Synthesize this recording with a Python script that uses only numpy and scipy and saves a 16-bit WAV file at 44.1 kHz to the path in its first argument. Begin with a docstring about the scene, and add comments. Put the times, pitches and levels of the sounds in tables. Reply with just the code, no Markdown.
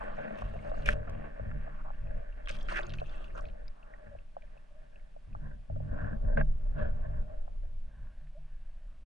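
"""Pond weeds rub, scrape and knock on a sealed camera case swept by hand: bursts of tiny slips ring its resonances.
Water pushes as low noise, bumps swing deeply, and the gripping hand thumps, creaks and sets low modes humming.
Leaves scratch and wash as filtered grains and noise; leaf tips and small clear ticks are short dying tones.
A stem groans in two gliding overtones and others hum as wavering sines, all over a steady hiss.
Two microphones hear the case almost in opposition; near the end the stereo narrows almost to mono."""
import sys
import numpy as np
from scipy import signal
from scipy.fft import rfft, irfft
from scipy.io import wavfile

SR = 44100
rng = np.random.default_rng(int(sys.argv[2]) if len(sys.argv) > 2 else 0)


def wav_out(sig):
    """Save sig, one row per channel (or a flat mono array), as 16-bit PCM at SR to the path in sys.argv[1]."""
    wavfile.write(sys.argv[1], SR, np.round(np.clip(np.atleast_2d(sig).T, -1, 1) * 32767).astype(np.int16))


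N = 399105
HZ, TIME = np.fft.rfftfreq(N, 1 / SR), np.arange(N) / SR

# resonances of the sealed case: pitch_hz, half_width_hz, relative_db
CASE_MODES = [(98.5, 12.2, -8.5), (145, 8.9, -3), (211.5, 16.7, -7), (290.4, 20, -15), (437, 690, -34.5),
              (591.4, 74.4, -9.5), (615, 20, -9), (677, 216, -20.5), (837, 24, -20), (1119, 95, -20.5),
              (1446, 200, -21), (1760, 110, -29.5), (2180, 520, -41), (2687, 120, -42.5),
              (3200, 260, -48.5), (4270, 2000, -56.5)]
# how the two microphones differ: pitch_hz, left_lead_rad, left_minus_right_db, likeness (0-1)
MICROPHONE_PAIR = [(55, 0.3, 1, 0.95), (108.6, 1.77, 7, 0.7), (145.3, 1.5, -10.5, 0.5),
                   (214.4, -3.5, 11.5, 0.66), (283, -2.5, 3.5, 0.92), (476, -2.5, 1.5, 0.97),
                   (516, -3, 3.5, 1), (657, -2.5, 0, 0.98), (754, -2.5, 1.5, 1), (1230, -3, -2, 0.74),
                   (1615, -1.69, -2, 1), (2080, -2.5, -4, 0.82), (2620, -2.5, 0.5, 0.57),
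                   (3530, -2.5, 1.5, 0.2), (8300, 0, 18.5, 0.34)]
# push of the water, following the speed of the sweep: start_s, level_db
WATER_PUSH = [(0.0, -38.5), (0.33, -49.5), (0.44, -46), (0.9, -32), (1.25, -42.5), (2.3, -35.5), (3.6, -38),
              (3.85, -48.5), (5.1, -46), (5.35, -43), (6.1, -34), (6.38, -23.5), (6.7, -30.5), (7.4, -36),
              (8.2, -38), (9.05, -42.5)]
# colour of that push: pitch_hz, relative_db (per Hz)
WATER_COLOUR = [(5, -15.5), (14, 15.5), (24, 5), (34, 6), (50, -10.5), (66, -7), (85, -36.5), (130, -34),
                (250, -99.5)]
# weeds and water sliding along the case: start_s, dull_db, bright_db
WEED_RUB = [(0.0, -38.5, -43.5), (0.6, -41.5, -53), (1.05, -38, -50), (1.5, -46.5, -52), (1.97, -49.5, -54),
            (2.42, -52, -58), (2.72, -40, -53), (3.0, -46.5, -55), (3.45, -50.5, -64.5), (3.65, -53, -61),
            (4.6, -62, -68), (5.75, -60, -67), (6.02, -44.5, -67.5), (6.55, -54.5, -67), (7.1, -44.5, -58),
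            (7.62, -58, -72), (8.5, -66.5, -68.5), (9.05, -56.5, -67.5)]
# the hand tightens on the case: start_s, length_s, thump_db, finger_creak_db
HAND_SQUEEZES = [(0.418, 0.16, -44, -53.5), (0.656, 0.24, -47.5, -51.5), (0.844, 0.16, -39.5, -50),
                 (1.06, .16, -44.5, -49), (1.403, .16, -40, -45), (1.654, 0.3, -59, -57),
                 (2.011, 0.17, -48, -51), (2.495, .056, -55, -48), (2.845, 0.22, -50.5, -57),
                 (3.33, 0.21, -53.5, -57.5), (4.06, 0.12, -54, -64), (5.27, 0.3, -47, -56),
                 (5.689, 0.21, -42, -47), (5.905, 0.26, -41, -41), (6.232, 0.06, -39.5, -46),
                 (6.353, 0.056, -37.5, -35), (6.495, .31, -45.5, -56.5), (6.753, .094, -35.5, -46.5),
                 (6.898, 0.25, -42.5, -61), (7.144, 0.15, -46.5, -53), (7.306, 0.69, -56.5, -66.5),
                 (7.969, 0.12, -51, -62)]
# rough leaves brushing the front, one table a pass: start_s, level_db
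LEAF_PASSES = [
    [(0.0, -59.5), (0.364, -63), (0.768, -58), (0.912, -48), (1.0, -74)],
    [(2.465, -70), (2.522, -53.5), (2.655, -64.5), (2.69, -44), (2.784, -43), (2.91, -60.5), (3.502, -62.5),
     (3.6, -94)],
]
# colour of the leaf scratch: pitch_hz, relative_db (per Hz)
SCRATCH_COLOUR = [(700, -11), (1200, 22.5), (1700, 9.5), (2700, 10.5), (3350, -1), (4200, 0), (5400, -8.5),
                  (6500, -6.5), (7600, -15), (8700, -8), (11000, -33.5), (14000, -38)]
# leaves pressing on the front drum hollowly: start_s, level_db
LEAF_DRUMMING = [(2.66, -86), (2.7, -49.5), (2.86, -48.5), (3.02, -64.5), (3.3, -57.5), (3.38, -59),
                 (3.5, -70), (3.62, -97)]
# the hollow body they drum on: pitch_hz, width_octaves, relative_db
HOLLOW_BODY = [(352.4, 0.11, 6.5), (416, 0.061, -3)]
# fine fronds washing smoothly over the front: start_s, length_s, level_db, pitch_hz
FROND_WASHES = [(0.0, 0.66, -75.5, 3350), (3.026, 0.26, -65, 2920)]
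# a stem catches and drags: start_s, length_s, level_db, rasp_pitch_hz
STEM_SCRAPES = [(.005, 0.029, -36.5, 1010), (0.026, 0.42, -48.5, 227), (0.03, 0.14, -46.5, 980),
                (0.165, 0.086, -47.5, 2200), (0.173, 0.045, -34, 628), (0.371, 0.056, -59.5, 2850),
                (0.546, 0.019, -38.5, 560), (0.721, 0.026, -42.5, 570), (.858, 0.038, -39, 2800),
                (.859, 0.022, -36, 546), (0.898, 0.04, -44.5, 2730), (1.659, 0.17, -54.5, 1050),
                (1.785, 0.041, -55, 1210), (1.842, 0.057, -45.5, 950), (2, 0.29, -49, 540),
                (2.484, 0.0204, -43, 3100), (2.492, 0.085, -57.5, 3900), (2.52, 0.083, -60, 586),
                (2.681, 0.078, -39, 2426), (2.706, 0.032, -35.5, 1210), (2.756, 0.0377, -31, 2380),
                (2.807, 0.05, -46, 1120), (2.857, 0.1, -50, 596), (3.02, 0.33, -58, 1090),
                (3.344, 0.049, -42, 573), (3.345, 0.06, -45, 1130), (3.371, 0.031, -51, 1210),
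                (3.362, 0.037, -62, 2860), (3.605, 0.53, -63, 1050), (6.372, 0.036, -39.5, 2010),
                (6.375, 0.028, -35, 994), (6.37, 0.036, -26.5, 496)]
# colour of the crackle on a scrape: pitch_hz, relative_db (per Hz)
CRACKLE_COLOUR = [(1200, -39.5), (2400, 8), (3300, 2.5), (4300, -12.5), (5400, -7.5), (6500, -12.5),
                  (7600, -18.5), (8700, -13), (11000, -29.5), (14000, -39)]
# a taut leaf sings hoarsely as it slides: start_s, length_s, level_db, pitch_hz
LEAF_RASPS = [(0.01, 0.23, -75, 3100), (0.35, 0.64, -65, 2730), (0.862, 0.014, -60, 3270),
              (0.854, 0.061, -44, 2400), (2.446, 0.242, -61, 3260), (2.808, 0.47, -63, 2650)]
# blunt blows on the case: start_s, peak_db, pitch_hz
CASE_KNOCKS = [(.324, -37, 1050), (.421, -20.5, 890), (.716, -23, 607), (0.8888, -5, 2400),
               (0.889, -32, 600), (1.078, -35.5, 1500), (1.395, -32, 1160), (1.396, -27.5, 590),
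               (1.514, -34, 1870), (1.676, -31.5, 875), (1.904, -28, 910), (2.474, -23, 2760),
               (2.502, -25, 3550), (2.503, -27.5, 550), (2.687, -24, 2130), (2.722, -26, 600),
               (2.789, -40, 2500), (2.792, -23, 695), (3.016, -33, 1120), (3.017, -24, 570),
               (3.393, -33, 1100), (4.15, -34, 625), (4.3666, -27, 656), (4.567, -44, 655),
               (5.163, -35, 563), (5.35, -28.5, 1000), (5.699, -30.5, 596), (5.761, -30.5, 580),
               (5.803, -30.5, 600), (6.23, -48, 620), (6.376, -19, 940), (6.4105, -24, 2200),
               (6.411, -22, 790), (7.337, -39, 520), (7.478, -35, 860)]
# leaf tips snapping past the case: start_s, level_db (before the soft onset), pitch_hz
LEAF_SNAPS = [(0.3551, -54, 3040), (0.4874, -61, 3250), (0.6964, -53, 3400), (0.821, -53, 3350),
              (2.5104, -39.5, 4940), (2.611, -47.5, 3400), (2.6284, -52, 5550), (2.7964, -54, 6700),
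              (2.8314, -44, 3400), (2.894, -45, 3700), (2.902, -42.5, 3170), (2.9198, -46, 2800),
              (2.9365, -39.5, 2670), (2.9367, -45, 4600), (2.9369, -45, 1470), (2.952, -57, 4030),
              (2.984, -56, 4330), (2.999, -44.5, 3120), (3.094, -50, 3500), (3.242, -49, 2810),
              (3.408, -54.5, 5600), (3.453, -48, 2530), (3.485, -54, 2770), (3.497, -54, 2470),
              (4.421, -52.5, 2380), (4.996, -60, 2010), (8.27, -61.5, 1750)]
# small clear ticks, many of them a faint regular ticking near 2.7 kHz, perhaps the camera's mechanism:
# start_s, level_db (before the soft onset), pitch_hz
SMALL_TICKS = [(.589, -43.5, 2140), (1.946, -60, 2870), (2.07, -50, 2530), (2.325, -51, 2740),
               (2.867, -43, 6500), (2.9854, -33.5, 2550), (3.28, -48.5, 2770), (3.68, -42, 4950),
               (3.6795, -52, 3800), (3.6797, -55, 2280), (3.829, -49, 2700), (3.937, -42.5, 1870),
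               (4.187, -50.5, 2640), (4.575, -50, 2600), (4.958, -49, 2630), (5.329, -54, 2530)]
# a stiff stem strikes twice: start_s, level_db (before the soft onset), pitch_hz
STEM_CLUNKS = [(6.3725, -20.5, 1567), (6.4103, -23.5, 1606)]
# the lowest modes of the case: pitch_hz, t60_s, left_lead_rad, left_minus_right_db
LOW_MODES = [(98.95, 0.2, 0.82, 4), (146.8, 0.42, 1.85, -11.5), (214.7, 0.35, -2, 5.5)]
# pushes of the hand: start_s, length_s, first_mode_db, second_mode_db, third_mode_db
HAND_JOLTS = [(0.38, 0.26, -51.5, -49, -55.5), (0.84, 0.15, -41, -48, -51.5),
              (1.06, 0.17, -45.5, -52, -47.5), (1.4, 0.085, -44, -45, -51.5),
              (1.51, 0.064, -45, -43, -45.5), (2.87, 0.14, -44, -48, -50), (5.41, 0.071, -48.5, -44.5, -54),
              (5.699, 0.17, -37.5, -40, -70), (5.9, 0.074, -37.5, -47, -61),
              (6.01, 0.11, -38.5, -43.5, -48), (6.23, 0.076, -40, -55, -47.5),
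              (6.373, 0.065, -48, -32.5, -55), (6.771, 0.098, -37.5, -50, -40.5),
              (6.9, 0.068, -43, -52.5, -49), (7.055, 0.11, -38, -41.5, -54),
              (8.215, 0.036, -66, -51.5, -77), (8.374, 0.045, -73, -51.5, -85)]
# the camera bumps through the water: start_s, level_db (before onset and decay), pitch_hz
WATER_BUMPS = [(0.426, -24, 41.4), (0.875, -29, 44), (1.539, -25, 47), (6.245, -23, 48.5),
               (6.48, -27.5, 42)]
# a stem bends against the case: start_s, base_pitch_hz, level_db (before the overtone mix)
STEM_GROAN = [(0.78, 141.2, -58), (0.839, 140.4, -47), (0.9, 146.3, -33.5), (0.96, 145, -44),
              (1.02, 151.2, -44), (1.09, 161.1, -68)]
# overtones of the groan that the case lets through: multiple, relative_db
GROAN_OVERTONES = [(3, -8.5), (4, -1.5)]
# a smooth stem makes the case sing on its main resonance: start_s, length_s, level_db, pitch_hz
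STEM_HUMS = [(3.972, 0.16, -60.5, 595), (4.106, 0.043, -52.5, 612), (4.427, 0.022, -57.5, 590),
             (4.701, 0.03, -62, 616), (4.718, 0.11, -62.5, 614), (6.791, 0.054, -41.5, 606.2),
             (7.21, 0.21, -55, 604), (8.342, 0.055, -55.5, 610)]
# soft weed swishing past: peak_s, rise_s, fall_s, dull_db, bright_db, bright_skirt_pitch_hz
WEED_SWISHES = [(5.449, 0.03, 0.061, -51, -55, 1620), (6.051, 0.079, 0.057, -42.5, -42.5, 1940),
                (6.293, 0.037, 0.078, -40, -53.5, 1630), (6.811, 0.03, 0.055, -37, -43, 2430),
                (7.054, 0.018, 0.016, -46, -50, 1400), (7.165, 0.035, 0.028, -50.5, -54, 1510),
                (8.05, 0.11, 0.059, -63, -61.5, 1630)]
# colour of the microphone hiss: pitch_hz, relative_db (per Hz)
HISS_COLOUR = [(20, -7), (150, 17.5), (300, 2.5), (450, -5.5), (600, 4.5), (1100, -3.5), (1700, -6.5),
               (2700, -4.5), (4000, -11), (7000, -18), (10000, -18.5), (11500, -36.5), (14000, -44)]
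# stereo width: start_s, side_db
STEREO_WIDTH = [(7.6, -4.5), (8.0, -13.5), (8.4, -24), (9.0, -41)]

HISS_DB = -67
EDGE_HZ = 13500  # upper band limit
SQUEEZE_ATTACK_S, SQUEEZE_RELEASE_S = 0.008, 0.034
FLEX_DB = -2  # flex of the case in a squeeze, re its thump
RUB_FLEX_DB, RUB_GRIP_DB = -27.5, -13  # the weeds' drag also loads case and fingers, re the dull rub
MIDDLE_EVEN_DB = -48  # here the middle resonance equals the bright rub
MIDDLE_GROWTH = 0.97  # dB of middle per dB of bright rub
CRACKLE_FULL_HZ, CRACKLE_DB_PER_OCTAVE, CRACKLE_LEAST_DB = 2844, 69, -56  # higher rasps crackle more


def amp(db):
    """Decibels to gain."""
    return 10 ** (np.asarray(db) / 20)


def unit(x):
    """Scales to rms 1."""
    return x / np.sqrt(np.mean(x ** 2) + 1e-30)


def read(points, column=1):
    """A table over frequency, joined on a log axis."""
    table = np.array(points)
    return np.interp(np.log(HZ + 1), np.log(table[:, 0] + 1), table[:, column])


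def level(rows, column=1):
    """A dB curve over time as a gain."""
    table = np.array(rows)
    return amp(np.interp(TIME, table[:, 0], table[:, column]))


def add(mix, s, sound):
    """Mixes a sound in at time s."""
    part = mix[..., round(s * SR):][..., :sound.shape[-1]]
    part += sound[..., :part.shape[-1]]


def shaped(x, gain):
    """Filters by a gain per frequency, to rms 1."""
    return unit(irfft(rfft(x) * gain, N))


def band(x, centre_hz, octaves, order=2):
    """Band-pass around a pitch."""
    edges = centre_hz * 2 ** (np.array([-.5, .5]) * octaves)
    edges = np.clip(edges, 5, .49 * SR)
    return signal.sosfilt(signal.butter(order, edges, "band", fs=SR, output="sos"), x)


def flutter(per_s, depth_db, step=32):
    """A random gain that wanders about per_s times a second."""
    coarse = TIME[::step]
    noise = rng.standard_normal(len(coarse))
    slow = np.exp(-(np.fft.rfftfreq(len(coarse), step / SR) / per_s) ** 2)
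    wander = irfft(rfft(noise) * slow, len(coarse))
    return amp(depth_db * np.interp(TIME, coarse, unit(wander)))


def slips(per_s, spread_db):
    """Friction as tiny slips of either sign; a positive spread makes a few much larger, a negative one smaller."""
    size = amp(spread_db * np.minimum(rng.exponential(1, N), 4))
    sign = rng.choice([-1, 1], N)
    happens = rng.random(N) < per_s / SR
    return unit(size * sign * happens)


def case_response(size=8192):
    """How the case answers one tap: its resonances, starting sharply and dying away."""
    hz = abs(np.fft.fftfreq(size, 1 / SR))
    power = sum(amp(db) ** 2 / (1 + ((hz - f) / width) ** 2) ** 2 for f, width, db in CASE_MODES)
    log_gain = np.log(power + 1e-12) / 2
    minimum_phase = np.exp(signal.hilbert(log_gain).conj())  # puts the energy as early as possible
    return np.fft.ifft(minimum_phase).real


def water(port_lag_s=0.0036):
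    """Low pressure noise of the moving water; it reaches the right microphone a moment later."""
    push = level(WATER_PUSH) * shaped(rng.standard_normal(N), amp(read(WATER_COLOUR)))
    return np.array([push, np.interp(TIME - port_lag_s, TIME, push)])


def hiss():
    """Steady coloured noise of the microphones, separate on each side."""
    return amp(HISS_DB) * shaped(rng.standard_normal((2, N)), amp(read(HISS_COLOUR)))


def squeezing(column):
    """All squeezes as one gain: each rises, holds and dies away."""
    out, t = np.zeros(N), TIME[:SR]
    for row in HAND_SQUEEZES:
        attack = np.minimum(t / SQUEEZE_ATTACK_S, 1)
        release = np.exp(-np.maximum(t - row[1], 0) / SQUEEZE_RELEASE_S)
        add(out, row[0], amp(row[column]) * attack * release)
    return out


def handling(case):
    """Squeezes thump and drive the low case resonances; sliding weeds drive the middle and upper ones."""
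    def drive(force, centre_hz, octaves):
        """Rings the case with one band of a force."""
        return unit(signal.oaconvolve(band(force, centre_hz, octaves), case)[:N])
    flex = drive(slips(per_s=300, spread_db=0.5), centre_hz=81.1, octaves=0.67)
    grip = drive(slips(per_s=350, spread_db=2.5), centre_hz=220.0, octaves=1.73)
    friction = slips(per_s=1400, spread_db=3.0) * flutter(per_s=7.7, depth_db=3.5)
    dull, bright = level(WEED_RUB), level(WEED_RUB, column=2)
    middle = amp(MIDDLE_EVEN_DB) * (bright / amp(MIDDLE_EVEN_DB)) ** MIDDLE_GROWTH
    rub = dull * drive(friction, centre_hz=568, octaves=1.53)
    rub += middle * drive(friction, centre_hz=1041, octaves=0.91)
    rub += bright * drive(friction, centre_hz=2060, octaves=0.87)
    squeeze = squeezing(column=2)
    thump = squeeze * unit(band(rng.standard_normal(N), centre_hz=51.4, octaves=0.72, order=3))
    flex *= np.hypot(amp(FLEX_DB) * squeeze, amp(RUB_FLEX_DB) * dull)
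    grip *= np.hypot(squeezing(column=3), amp(RUB_GRIP_DB) * dull)
    return thump + flex + grip + rub


def leaves():
    """Rough leaves scratch at the microphones, each pitch in its own spurts, and drum on the hollow front."""
    touch = sum(level(rows) * (TIME > rows[0][0]) * (TIME < rows[-1][0]) for rows in LEAF_PASSES)
    grains = np.zeros(N)
    for hz in np.geomspace(1100, 11000, 9):
        spurts = slips(per_s=900, spread_db=-3.5) * flutter(per_s=37, depth_db=7.5)
        grains += band(spurts, hz, octaves=0.38)
    scratch = touch * shaped(grains, amp(read(SCRATCH_COLOUR)))
    force = slips(per_s=990, spread_db=0.5)
    drum = unit(sum(amp(db) * band(force, hz, octaves) for hz, octaves, db in HOLLOW_BODY))
    return scratch + level(LEAF_DRUMMING) * drum


def washes(width_octaves=0.53):
    """Countless tiny contacts merge into a smooth, bright wash of band-passed noise."""
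    out = np.zeros(N)
    for s, length, db, hz in FROND_WASHES:
        press = signal.windows.tukey(int(length * SR), 0.2)
        noise = rng.standard_normal(len(press))
        add(out, s, amp(db) * press * unit(band(noise, hz, width_octaves, order=3)))
    return out


def scrapes(case):
    """Short dense runs of slips ring the case, with crackle on top."""
    out, force = np.zeros(N), slips(per_s=7100, spread_db=3.0)
    crackle = shaped(slips(per_s=1400, spread_db=5.5), amp(read(CRACKLE_COLOUR)))
    for s, length, db, hz in STEM_SCRAPES:
        taper = min(0.084 + length / 0.58, 1)  # long drags swell gradually
        press = signal.windows.tukey(max(int(length * SR), 16), taper)
        at = round(s * SR) + np.arange(len(press))
        rasp = band(signal.fftconvolve(force[at] * press, case), hz, octaves=0.81)
        rasp *= np.sqrt(len(press) / np.sum(rasp ** 2))  # level counted over the length of the drag
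        crackle_db = CRACKLE_DB_PER_OCTAVE * np.log2(hz / CRACKLE_FULL_HZ)
        crackle_db = np.clip(crackle_db, CRACKLE_LEAST_DB, 0)
        add(out, s, amp(db) * rasp)
        add(out, s, amp(db + crackle_db) * press * crackle[at])
    return out


def rasps(width_octaves=0.051):
    """Uneven slips ring one narrow, bright resonance."""
    out, force = np.zeros(N), slips(per_s=1500, spread_db=4.0) * flutter(per_s=140, depth_db=5.5)
    for s, length, db, hz in LEAF_RASPS:
        press = signal.windows.tukey(int(length * SR), 0.15)
        slide = force[round(s * SR):][:len(press)]
        add(out, s, amp(db) * press * unit(band(slide, hz, width_octaves, order=1)))
    return out


def knocks(case, chatter=0.073, chatter_s=0.005):
    """Each blow is a push with a brief chatter; its pitch sets how far the microphones are out of step."""
    out, leads = np.zeros((2, N)), read(MICROPHONE_PAIR)
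    for s, db, hz in CASE_KNOCKS:
        force = chatter * rng.standard_normal(1024) * np.exp(-TIME[:1024] / chatter_s)
        force[0] = 1
        knock = signal.hilbert(band(signal.fftconvolve(force, case), hz, octaves=0.92))
        turn = np.exp(.5j * np.interp(hz, HZ, leads) * np.array([[1], [-1]]))  # half the lead on each side
        add(out, s, amp(db) * np.real(knock * turn) / abs(knock).max())
    return out


def pings(rows, cycles, noisy, octaves, rise_s=0.0009):
    """A quickly dying tone with a noisy edge; high ones die sooner, and pitch sets the left-right balance."""
    out, t, tilt_db = np.zeros((2, N)), TIME[:SR // 10], read(MICROPHONE_PAIR, column=2)
    for s, db, hz in rows:
        t60, pan_db = cycles / hz, np.interp(hz, HZ, tilt_db)
        edge = unit(band(rng.standard_normal(len(t)), hz, octaves, order=3))
        edge *= np.exp(-t / t60)  # the edge dies sooner than the tone
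        body = (np.sin(2 * np.pi * hz * t) + noisy * edge) / np.hypot(1, noisy / 2)
        onset = 1 - np.exp(-(t / rise_s) ** 2)
        tick = signal.hilbert(amp(db - 60 * t / t60) * onset * body)
        sides = np.real(tick * np.exp([[0], [1.1j]]))  # the right microphone leads
        add(out, s, sides * amp([[pan_db / 2], [-pan_db / 2]]))
    return out


def ticks():
    """Leaf tips snap, short and noisy; the small clear ticks ring almost clean; the stiff stem clunks."""
    snaps = pings(LEAF_SNAPS, cycles=66, noisy=0.84, octaves=1.0)
    clear = pings(SMALL_TICKS, cycles=55, noisy=0.25, octaves=0.49)
    clunks = pings(STEM_CLUNKS, cycles=49, noisy=0.23, octaves=0.94, rise_s=0.00082)
    return snaps + clear + clunks


def jolts(rise_s=0.0047, waver_hz=1.5):
    """While the hand pushes, the low modes of the case hum almost steadily, then ring out."""
    out, t = np.zeros((2, N)), TIME[:SR]
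    for k, (hz, t60, lead, pan_db) in enumerate(LOW_MODES):
        power = np.zeros(N)
        for s, length, *dbs in HAND_JOLTS:
            decay = amp(dbs[k] - 60 * np.maximum(t - length, 0) / t60)
            add(power, s, ((1 - np.exp(-t / rise_s)) * decay) ** 2)
        turns = np.cumsum(hz + waver_hz * shaped(rng.standard_normal(N), HZ < 10)) / SR
        tone = np.sin(2 * np.pi * turns + np.array([[lead], [0]]))
        out += np.sqrt(power) * unit(amp([[pan_db / 2], [-pan_db / 2]])) * tone
    return out


def bumps(rise_s=0.011, t60=0.26):
    """A sudden move gives a few deep swings of pressure."""
    out, t = np.zeros(N), TIME[:SR]
    for s, db, hz in WATER_BUMPS:
        envelope = amp(db - 60 * t / t60) * (1 - np.exp(-(t / rise_s) ** 2))
        add(out, s, envelope * np.sin(2 * np.pi * hz * t))
    return out


def groan(right_lead_rad=2.37):
    """Regular slips of a bending stem: two clean overtones glide together, mostly upwards."""
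    s, hz, _ = np.transpose(STEM_GROAN)
    turns = np.cumsum(np.interp(TIME, s, hz)) / SR
    lead = np.array([[0], [right_lead_rad]])
    tone = sum(amp(db) * np.sin(2 * np.pi * round(k) * turns + lead) for k, db in GROAN_OVERTONES)
    sounding = (TIME > s[0]) * (TIME < s[-1])
    return np.sqrt(2) * level(STEM_GROAN, column=2) * sounding * tone


def hums(waver=0.038):
    """Brief tones that swell and fade, their pitch wavering by a small fraction."""
    out, drift = np.zeros((2, N)), shaped(rng.standard_normal(N), np.exp(-(HZ / 40) ** 2))
    for s, length, db, hz in STEM_HUMS:
        swell = signal.windows.tukey(max(int(length * SR), 16), .7)
        pitch = hz * (1 + waver * drift[round(s * SR):][:len(swell)])
        turns = np.cumsum(pitch) / SR
        tone = np.sin(2 * np.pi * turns + np.array([[0], [1.3]]))  # the right side leads
        add(out, s, amp(db) * np.sqrt(2) * swell * tone)
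    return out


def swishes(case, skirt_db=1, lower_db=2.5):
    """Uneven friction rings the case, swelling and fading; two narrow bright bands sit in a broad skirt."""
    friction = slips(per_s=4200, spread_db=2.5) * flutter(per_s=58, depth_db=2.8)
    rung = signal.oaconvolve(friction, case)[:N]
    out, dull = np.zeros(N), unit(band(rung, centre_hz=440, octaves=1.0))
    core = unit(band(rung, centre_hz=1677, octaves=0.31))
    for s, rise, fall, dull_db, bright_db, hz in WEED_SWISHES:
        near = abs(TIME - s) < .4
        t = TIME[near] - s
        swell = np.exp(-.5 * (t / np.where(t < 0, rise, fall)) ** 2)
        skirt = amp(skirt_db) * unit(band(rung[near], hz, octaves=1.28))
        lower = amp(lower_db) * unit(band(rung[near], centre_hz=1036, octaves=0.28))
        bright = unit(core[near] + skirt + lower)
        out[near] += amp(dull_db) * swell ** 0.69 * dull[near]  # the dull part swells wider
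        out[near] += amp(bright_db) * swell * bright
    return out


def microphones(shared, apart):
    """The flexing case reaches the two microphones out of step; 'apart' is what they do not share."""
    lead, tilt_db, alike = (read(MICROPHONE_PAIR, column=k) for k in range(1, 4))
    alike = np.clip(alike, 0, 1)
    sides = np.array([[1], [-1]])
    spectra = np.sqrt((1 + alike) / 2) * rfft(shared) + sides * np.sqrt((1 - alike) / 2) * rfft(apart)
    balance = amp(sides * tilt_db / 2)
    balance /= np.sqrt(np.mean(balance ** 2, axis=0))
    return irfft(spectra * np.exp(.5j * sides * lead) * balance, N)


def scene():
    """Everything that touches the case, with the water and the hiss of the microphones."""
    case = case_response()

    def contact():
        """One independent draw of all the friction and handling."""
        return handling(case) + leaves() + washes() + scrapes(case) + rasps() + swishes(case)
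    body = microphones(shared=contact(), apart=contact())
    strikes = knocks(case) + ticks()
    tones = jolts() + groan() + hums()
    return water() + bumps() + body + strikes + tones + hiss()


def record(dry):
    """The stereo image narrows almost to mono and the sound ends softly; then the band limit."""
    dry = dry * np.sin(np.pi / 2 * np.minimum(TIME[::-1] / .03, 1)) ** 2  # 30 ms fade at the end
    mid, side = dry.mean(0), (dry[0] - dry[1]) / 2 * level(STEREO_WIDTH)
    lowpass = signal.firwin(511, EDGE_HZ, window=("kaiser", 9), fs=SR)
    return signal.oaconvolve(np.array([mid + side, mid - side]), lowpass[None], "same", axes=1)


dry = scene()
out = record(dry)
wav_out(out)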